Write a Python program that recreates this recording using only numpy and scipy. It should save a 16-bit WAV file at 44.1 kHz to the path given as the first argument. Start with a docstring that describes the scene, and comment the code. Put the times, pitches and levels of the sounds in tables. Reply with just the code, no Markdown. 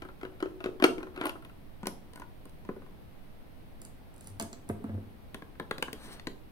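"""In a quiet room, a small screwdriver jolts a hand-held plastic case while backing out a screw.
Fingers pick the screw out of the cover; screw and driver are laid on a table at the right,
then a thumb clicks the cover free and slides it open. Knocks ring damped tones with ticks and crunches,
rubs are made of tiny slips, and the steel shaft rings on. Room echo and two microphones' hiss surround it."""
import sys
import numpy as np
from scipy import signal
from scipy.fft import rfft, irfft, next_fast_len
from scipy.io import wavfile

SR = 44100
rng = np.random.default_rng(int(sys.argv[2]) if len(sys.argv) > 2 else 0)


def gain_from_db(level_db):
    """Turn a decibel level (scalar or array-like) into a linear amplitude factor."""
    decades = np.asarray(level_db, float) / 20
    return 10 ** decades


def dump_mix(stems):
    """Bounce the given channels to the path in sys.argv[1] as a 16-bit WAV at rate SR."""
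    frames = np.atleast_2d(stems).T  # one column per channel
    limited = np.clip(frames, -1, 1)  # hard clip at full scale
    pcm = np.round(limited * 32767).astype(np.int16)
    wavfile.write(sys.argv[1], SR, pcm)


N = 287179  # length in samples

# Knocks on each body: (time [s], blow [dB], slope [dB per octave], hollow [dB], tick peak [dB])
# Slope is steep for a soft push, flat for a hard knock. Hollow lifts the lowest modes over the blow:
# high where the middle of a wall is hit, low near a rib.
CASE_KNOCKS = [(0.0203, -42.5, -7, 0.5, -56), (0.0499, -47.5, -14, 4, -62.0), (0.0871, -46.0, -18, -3, -64),
               (0.2116, -49, -7, -3, -71), (0.2312, -42, -8, 7, -73), (0.2506, -42.0, -10, 7, -69),
               (0.4029, -44, -7.5, -7, -57), (0.4252, -34, -9, 8.5, -63), (0.4572, -47, -11, 16, -66),
               (0.49, -76, -6, 24, -68), (0.6045, -44, -7.5, 1, -61), (0.6405, -37.5, -5.5, 2.5, -53),
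               (0.6586, -38, -8, 12.5, -60), (0.6886, -63, -14, 27, -70), (0.7992, -38.5, -12, 1.5, -56),
               (0.8232, -25, -8, 6.5, -47), (0.8394, -19, -4, -33, -29), (0.8424, -31, -27, 20.5, -26.5),
               (0.8662, -55, -17, 5.5, -39.0), (0.9049, -53, -7.5, 17, -54), (0.9807, -46, -5.5, 11, -63),
               (1.0043, -45.5, -16, -1.5, -64), (1.0293, -42, -8, 1, -63), (1.068, -48.0, -20, 5, -73),
               (1.1614, -44, -10, -22, -57), (1.1755, -43, -9.5, 5, -67), (1.2115, -32.5, -8.5, 7, -52.5),
               (1.2374, -38.5, -13, 4, -56), (1.255, -30, -9.5, 2.5, -34.5), (1.2673, -47.5, 0.5, 1, -36),
               (1.2936, -38, -4.5, -11, -42.5), (1.3544, -44, -24, -19.0, -61.0),
               (1.4232, -52.5, -11, -9.0, -59), (1.4486, -53.5, -4.5, -56, -56),
               (1.4949, -54.5, -8, -9, -62)]
TABLE_KNOCKS = [(4.3979, -39, -2, -5.5, -27), (4.4113, -52.5, 0, 15.5, -53), (4.4244, -54, -2, 14.5, -30.5),
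                (4.5292, -56, 0.6, 9, -65), (4.6902, -53, -5.5, 1, -33.5), (4.6962, -39.5, -18, 12, -54),
                (4.8408, -50.5, -13.5, 18, -51), (4.8935, -53.5, -16, 15, -66), (4.9432, -64, -11, 24, -63),
                (4.9754, -61.5, -22, 20, -67)]
COVER_KNOCKS = [(1.8307, -43, -9, 5, -59.0), (1.856, -43, -6, -11, -57), (1.8694, -37.5, -2, 2, -23.5),
                (2.1343, -59, -2.5, 1, -51.0), (2.158, -50, -5, -22.0, -46.0), (2.175, -51, -20, -6, -53),
                (2.1975, -50.5, -6, -1.5, -49.0), (2.2186, -44.0, -10.5, -16.0, -70),
                (2.4542, -58, -5.5, 6.5, -50), (2.494, -74, 1, 9.0, -56.0), (2.6494, -57.5, -5.5, 4, -76),
                (2.6893, -41, -29, 8.5, -65), (2.7631, -57.5, -16, 14, -72),
                (2.8197, -55.5, -11.0, 1, -67.0), (2.8629, -59, -9, 0, -64), (5.3445, -44.5, -3, 0.5, -41),
                (5.4212, -47.5, -11, 3.5, -65), (5.5541, -59, -10, 0, -81), (5.5979, -36, -12, -0.5, -47.5),
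                (5.7105, -31.0, -8.5, -10, -37), (5.7815, -45, -4, 2, -43),
                (5.8246, -32.5, -2.5, -11.5, -31), (5.8813, -40, -17, -38, -63),
                (5.9295, -50.5, 1.5, 10.5, -36.5), (6.196, -52.5, -1.5, -16, -58),
                (6.2702, -42.5, -1.5, 11, -44.5)]
# The light screw lands and rolls: (time [s], tick peak [dB])
SCREW_ROLLS = [(3.8172, -37), (3.8505, -36.5), (4.141, -54.0), (4.1628, -49), (4.1806, -49), (4.209, -42.5),
               (4.2437, -48), (4.2721, -35.5), (4.281, -48), (4.3014, -49.0)]
# The driver's steel shaft lands on the table: (time [s], level [dB], brightness [dB per octave])
SHAFT_LANDINGS = [(4.398, -45, 0), (4.529, -49, -12)]

# Ringing tones of each body: (frequency [Hz], relative level [dB], time to fall 60 dB [s])
CASE_MODES = [(300, -8, 0.056), (327, 5, 0.098), (369.3, 7.5, 0.11), (450, -7, 0.045), (454, -5.5, 0.033),
              (569, 8, 0.054), (660, 3, 0.16), (850, -57, 0.062), (1058, 8, 0.065), (1360, 15, 0.045),
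              (1460, 12.5, 0.042), (2240, 1, 0.0088), (2430, 4, 0.01), (2810, 9, 0.014),
              (3240, -34, 0.0053), (4200, -12, 0.047)]
TABLE_MODES = [(159, -12, 0.17), (221.2, 13, 0.17), (265, 21.5, 0.076), (317, 11, 0.039), (450, 15, 0.05),
               (548, -38, 0.036), (668, 9, 0.075), (906, -6, 0.065), (1140, -40, 0.057), (1530, -28, .03),
               (2300, -10, 0.011), (3250, -33, 0.015), (4500, -48, 0.015), (7400, -9, 0.01)]
TIGHT_COVER_MODES = [(215, 0.5, 0.094), (300, 5, 0.094), (373.6, 10, 0.083), (620, -14, 0.034),
                     (998, 18, 0.027), (1440, 5, 0.087), (1660, -15, 0.026), (1850, 1, 0.0069),
                     (2870, 0, 0.0089), (4300, 17, 0.013), (5500, -7, 0.0089)]  # the cover while it still sits tight in the case
LOOSE_COVER_MODES = [(161, 3, 0.021), (217, -37, 0.052), (285, 9, 0.054), (363.5, -0.5, 0.14),
                     (506.7, 10.5, 0.014), (590, -56, 0.011), (925, -49, 0.05), (1060, 7.5, 0.033),
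                     (1413, 2, 0.011), (1610, 10.5, 0.029), (1900, 1.5, 0.02), (2920, -25, 0.0079),
                     (3030, 7.5, 0.015), (3500, -17, 0.011), (4180, 9.5, 0.032), (5900, -22, 0.016)]
SHAFT_MODES = [(4100, -19, .12), (7100, -8, .12), (7500, -7, .07), (11000, -8, .05), (13700, 1.5, .16)]
# Borders between the four groups of modes: (frequency [Hz])
GROUP_EDGES = [150, 500, 1800, 4000, 8000]
# How readily the three upper groups (panel, rim, edge) answer a blow: (level [dB])
CASE_GROUPS = [-1.26, 3.74, -7.9]
TABLE_GROUPS = [2.3, -4.5, 2]
TIGHT_COVER_GROUPS = [0.27, 0.55, 0.34]
LOOSE_COVER_GROUPS = [0.62, 3.3, -4.7]
# Each group's pitches vary a little at random from blow to blow: (typical shift [share of the pitch])
PITCH_SCATTER = [.005, .02, .06, .06]

# Tone colour of a hard contact as the microphones colour it: (frequency [Hz], level [dB])
HARD_TICK = [(4410, -54), (7500, -26), (8760, 11.5), (12000, 6.5), (16000, 0), (16500, -37)]
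# Tone colour of small steel on the table: (frequency [Hz], level [dB])
SCREW_TICK = [(4410, -22), (7500, -3), (8610, -3.5), (11700, -6), (13100, -17), (16500, -16.5)]
# Tone colour of gritty rubbing: (frequency [Hz], level [dB])
GRIT = [(1760, -33), (3000, 4.5), (6040, 4.5), (6670, -3), (8750, 0.5), (15600, -11), (16500, -23)]
# Rubbing strokes: (start [s], fastest [s], end [s], body peak [dB], grit peak over body [dB])
# A stroke that ends before its fastest moment is cut off while still rising.
CASE_STROKES = [(0.2, 0.706, 0.52, -56, -12), (1.14, 1.248, 1.33, -38, -16.5)]
TABLE_STROKES = [(4.14, 4.268, 4.36, -63, -2), (4.82, 4.87, 5.15, -51.5, -33)]
COVER_STROKES = [(5.93, 6.05, 6.195, -50.5, -2), (6.08, 6.13, 6.195, -54.5, 3)]
# Pushes on the table top: (start [s], peak [s], end [s], peak [dB])
TABLE_PUSHES = [(4.26, 4.34, 4.39, -46), (4.40, 4.45, 4.47, -49), (4.69, 4.714, 4.83, -39.5),
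                (4.85, 4.964, 5.04, -35), (5.04, 5.057, 5.16, -49)]

# How much louder case, table and cover are on the left, before the shading below: (level [dB])
LEFT_DB = [1.8, -1.5, 1.8]
# The microphones' housing shades the two ports unlike: (frequency [Hz], left over right [dB])
SHADING = [(1000, -0.3), (1800, 4), (3000, 4), (4000, 5.5), (6000, 4), (7500, -11), (9500, -11.5),
           (12000, 7)]
# The work surface returns each sound once, later at the right port: left and right rows of (delay [s])
BOUNCE_DELAY = [
    [0.0004644],
    [0.00069],
]
# Room echo: (frequency [Hz], time to fall 60 dB [s])
ROOM_DECAY = [(150, 0.97), (500, 0.5), (2000, 0.21), (8000, 0.37), (15000, 0.19)]
# Tone colour of the microphones' own noise: (frequency [Hz], level [dB])
HISS = [(180, -35), (300, -16.5), (406, -4.5), (742, -7), (1150, -14), (1330, -15.5), (1660, -17),
        (2240, -18), (4030, -24), (7380, -36), (12200, -32), (15700, -29), (16500, -52)]
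# Tone colour of the room air: (frequency [Hz], level [dB])
RUMBLE = [(4.7, -61), (8.0, 10), (22, -0.5), (43, -6), (81, -6), (124, -8), (300, -12.5), (390, -22),
          (660, -120)]
# Treble colour of the microphone ports: (frequency [Hz], level [dB])
PORTS = [(4500, -0.5), (7400, -2), (8100, 0.5), (8700, 4.5), (10200, 0.5), (11600, 6.5), (13500, -0.5)]


def unit(x):
    """Scales a sound to rms 1."""
    return x / np.sqrt(np.mean(x ** 2) + 1e-20)


def start_unit(x):
    """Scales a sound to rms 1 over its first 15 ms."""
    return x / np.sqrt(np.mean(x[:660] ** 2) + 1e-20)


def along(points, hz):
    """Reads a curve of (frequency, value) points on a log frequency axis."""
    f, v = np.transpose(points)
    return np.interp(np.log(hz + 1), np.log(f + 1), v)


def filtered(x, response):
    """Multiplies the spectrum of x by a response that depends on frequency."""
    m = next_fast_len(x.shape[-1] + 4096)
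    spectrum = rfft(x, m) * response(np.fft.rfftfreq(m, 1 / SR))
    return irfft(spectrum, m)[..., :x.shape[-1]]


def swell(start, peak, end, peak_db, swell_db):
    """A gain that climbs swell_db towards its peak, sinks as far after it, and is almost nothing outside."""
    t = np.arange(N) / SR
    levels = [peak_db - swell_db, peak_db, peak_db - swell_db]
    return gain_from_db(np.interp(t, [start, peak, end], levels, -120, -120))


def ring(modes, t, scatter_db, detune):
    """Dying tones that start together, with new strengths and slightly new pitches at each call."""
    hz, db, t60 = np.transpose(modes)[:, :, None]
    chance = rng.standard_normal((2, len(modes), 1))
    swing = np.sin(2 * np.pi * hz * (1 + detune * chance[1]) * t)
    return np.sum(gain_from_db(db + scatter_db * chance[0] - 60 * t / t60) * swing, 0)


def struck(hits, modes, groups_db, tick, tick_s, chatter_s, crunch, crunch_s):
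    """A contact chatters for a few ms: it ticks, rings four groups of modes and crunches between them.

    chatter_s is when the force peaks; tick_s and crunch_s are times to fall 60 dB;
    crunch is the noise of each group as a share of its tone."""
    out, t = np.zeros(N + SR), np.arange(SR // 4) / SR
    edges = list(zip(GROUP_EDGES, GROUP_EDGES[1:]))
    groups = [[m for m in modes if lo <= m[0] < hi] for lo, hi in edges]
    bands = [signal.butter(3, edge, "band", fs=SR, output="sos") for edge in edges]
    octaves = np.log2(np.sqrt(np.prod(edges[1:], axis=1)) / 950)  # upper groups, counted from 950 Hz
    short_t = t[:1024]
    for s, blow_db, slope_db, hollow_db, tick_db in hits:
        levels = blow_db + np.r_[hollow_db, slope_db * octaves + groups_db]
        force = 0.35 + rng.standard_normal(1024)
        force *= short_t / chatter_s * np.exp(-short_t / chatter_s)
        y = np.zeros(len(t))
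        for group, band, scatter, share, life, db in zip(groups, bands, PITCH_SCATTER, crunch, crunch_s, levels):
            modes_ring = ring(group, t, scatter_db=2.0, detune=scatter)
            tone = start_unit(signal.fftconvolve(modes_ring, force)[:len(t)])
            # the noise leans to the low end of each band
            dull = signal.lfilter([1], [1, -.75], rng.standard_normal(len(t)))
            fade = gain_from_db(-60 * t / life) * (1 - np.exp(-t / chatter_s))
            noise = signal.sosfilt(band, dull * fade)
            y += gain_from_db(db) * start_unit(tone + share * start_unit(noise))
        burst = rng.standard_normal(1024) * gain_from_db(-60 * short_t / tick_s)
        burst = filtered(burst, lambda hz: gain_from_db(along(tick, hz)))
        y[:1024] += gain_from_db(tick_db) * burst / np.abs(burst).max()
        out[round(s * SR):][:len(t)] += y
    return out[:N]


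def rubbed(strokes, modes, slips_per_s, swell_db, grit_grows):
    """Tiny uneven slips hiss as grit and shake the body; the grit swells grit_grows times as many dB."""
    out, t = np.zeros(N), np.arange(SR // 4) / SR
    slips = (rng.random(N) < slips_per_s / SR) * rng.standard_normal(N)
    slips += 0.63 * rng.standard_normal(N)  # even finer slips between
    grit = unit(filtered(slips, lambda hz: gain_from_db(along(GRIT, hz))))
    damped = ring(modes, t, scatter_db=1.1, detune=0) * np.exp(-t / .0004)  # skin damps the modes
    body = unit(signal.fftconvolve(slips, damped)[:N])
    for start, peak, end, db, grit_db in strokes:
        out += swell(start, peak, end, db, swell_db) * body
        out += swell(start, peak, end, db + grit_db, grit_grows * swell_db) * grit
    return out


def plastic_case():
    """The hollow case in the hand: its walls ring and crunch under jolts and rubs."""
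    knocks = struck(CASE_KNOCKS, CASE_MODES, CASE_GROUPS, HARD_TICK, tick_s=0.02, chatter_s=0.0011,
                    crunch=[0.27, 0.71, 0.29, 7.5], crunch_s=[0.016, 0.069, 0.015, 0.072])
    return knocks + rubbed(CASE_STROKES, CASE_MODES, slips_per_s=390, swell_db=20, grit_grows=1.04)


def cover():
    """The cover's knocks ring one set of modes while it sits tight and another once it is loose."""
    freed_s = 5.0
    tight = [hit for hit in COVER_KNOCKS if hit[0] < freed_s]
    loose = COVER_KNOCKS[len(tight):]
    out = struck(tight, TIGHT_COVER_MODES, TIGHT_COVER_GROUPS, HARD_TICK, tick_s=0.011, chatter_s=0.00096,
                 crunch=[0.96, 0.49, 0.55, 1.5], crunch_s=[0.06, 0.052, 0.019, 0.015])
    out += struck(loose, LOOSE_COVER_MODES, LOOSE_COVER_GROUPS, HARD_TICK, tick_s=0.012, chatter_s=0.0011,
                  crunch=[.6, .7, 1.1, 2.5], crunch_s=[0.11, 0.02, 0.0043, 0.018])
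    return out + rubbed(COVER_STROKES, LOOSE_COVER_MODES, slips_per_s=2200, swell_db=11, grit_grows=2.3)


def table():
    """The table top answers screw and driver; the light screw is nearly all tick, with a weak blow."""
    blow_under_tick_db, slope_db, hollow_db = -25.5, -1, 7.5
    screw = [(s, db + blow_under_tick_db, slope_db, hollow_db, db) for s, db in SCREW_ROLLS]
    knocks = struck(screw + list(TABLE_KNOCKS), TABLE_MODES, TABLE_GROUPS, SCREW_TICK,
                    tick_s=0.01, chatter_s=0.0011,
                    crunch=[.6, .9, 1.5, 2.5], crunch_s=[0.039, 0.031, 0.065, 0.0075])
    return knocks + rubbed(TABLE_STROKES, TABLE_MODES, slips_per_s=1100, swell_db=17, grit_grows=1.1)


def shaft():
    """The steel shaft rings on after it lands; a softer landing wakes the high modes less."""
    out, t = np.zeros(N), np.arange(SR // 3) / SR
    for s, db, tilt_db in SHAFT_LANDINGS:
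        modes = [(hz, level + db + tilt_db * np.log2(hz / 7000), t60) for hz, level, t60 in SHAFT_MODES]
        out[round(s * SR):][:len(t)] += ring(modes, t, scatter_db=2.0, detune=0)
    return out


def boom():
    """The table top's lowest mode, a wavering 98 Hz drone, swells under each push."""
    noise = filtered(rng.standard_normal(N), lambda hz: 1 / (1 + ((hz - 98) / 7) ** 2))
    tone = .07 * np.sin(2 * np.pi * 98 * np.arange(N) / SR)
    drone = unit(noise + tone)
    return sum(swell(*push, swell_db=15) for push in TABLE_PUSHES) * drone


def placed(x, low_hz, left_lag_s, left_db, wet_db):
    """A small body sends out no deep bass; delay and level set its side; surface and room follow."""
    x = signal.sosfilt(signal.butter(4, low_hz, "high", fs=SR, output="sos"), x)
    side = np.array([[1], [-1]])  # left, right

    def path(hz):
        level = gain_from_db(side * (left_db + along(SHADING, hz)) / 2)
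        lag = np.exp(-1j * np.pi * hz * side * left_lag_s)
        bounce = 1 + gain_from_db(-14) * np.exp(-2j * np.pi * hz * np.array(BOUNCE_DELAY))
        return level * lag * bounce

    direct = filtered(x[None], path)
    wet = room(x)
    # long waves reach both microphones alike
    unlike = wet - wet.mean(0)
    unlike_bass = filtered(unlike, lambda hz: 1 / (1 + (hz / 450) ** 4))
    return direct + gain_from_db(wet_db) * (wet - 0.86 * unlike_bass)


def room(x):
    """Many blurred echoes: a noise tail for each ear, drawn anew every third of a second."""
    out, step = np.zeros((2, N + 2 * SR)), SR // 3
    for a in range(0, N, step):
        if np.abs(x[a:a + step]).max() < 1e-7:  # silence needs no tail
            continue
        hz, t, z = signal.stft(rng.standard_normal((2, SR // 2)), SR, nperseg=256)
        fade = gain_from_db(-60 * t / along(ROOM_DECAY, hz)[:, None])
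        tail = signal.istft(z * fade, SR, nperseg=256)[1]
        tail = tail / np.linalg.norm(tail, axis=1, keepdims=True)
        wet = signal.fftconvolve(x[None, a:a + step], tail, axes=1)
        out[:, a + 250:a + 250 + wet.shape[1]] += wet  # starts 250 samples late
    return out[:, :N]


def hiss():
    """A steady floor: each microphone's own hiss, and a partly shared rumble of room air."""
    own = filtered(rng.standard_normal((2, N)), lambda hz: gain_from_db(along(HISS, hz)))
    mid, side = filtered(rng.standard_normal((2, N)), lambda hz: gain_from_db(along(RUMBLE, hz)))
    alike = 0.17  # left-right likeness of the rumble
    spread = np.sqrt((1 - alike) / (1 + alike))
    rumble = np.array([mid + spread * side, mid - spread * side]) / np.std(mid)
    return gain_from_db(-59) * unit(own) + gain_from_db(-51.5) * rumble


def scene():
    """Case and cover in front of the microphones, the table off to the right."""
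    case_db, table_db, cover_db = LEFT_DB
    return (placed(plastic_case(), low_hz=290, left_lag_s=-0.00019, left_db=case_db, wet_db=-9)
            + placed(cover(), low_hz=184, left_lag_s=-0.00013, left_db=cover_db, wet_db=-9)
            + placed(table(), low_hz=180, left_lag_s=0.000209, left_db=table_db, wet_db=-5.5)
            + placed(shaft(), low_hz=120, left_lag_s=.00025, left_db=table_db, wet_db=-18)
            + boom() + hiss())


def low_pass(x):
    """Removes everything above the highest recorded frequency."""
    return signal.sosfilt(signal.butter(12, 17000, fs=SR, output="sos"), x)


def record(dry):
    """The microphone ports colour the treble."""
    mix = filtered(dry, lambda hz: gain_from_db(along(PORTS, hz)))
    return low_pass(mix)


dry = scene()
out = record(dry)
dump_mix(out)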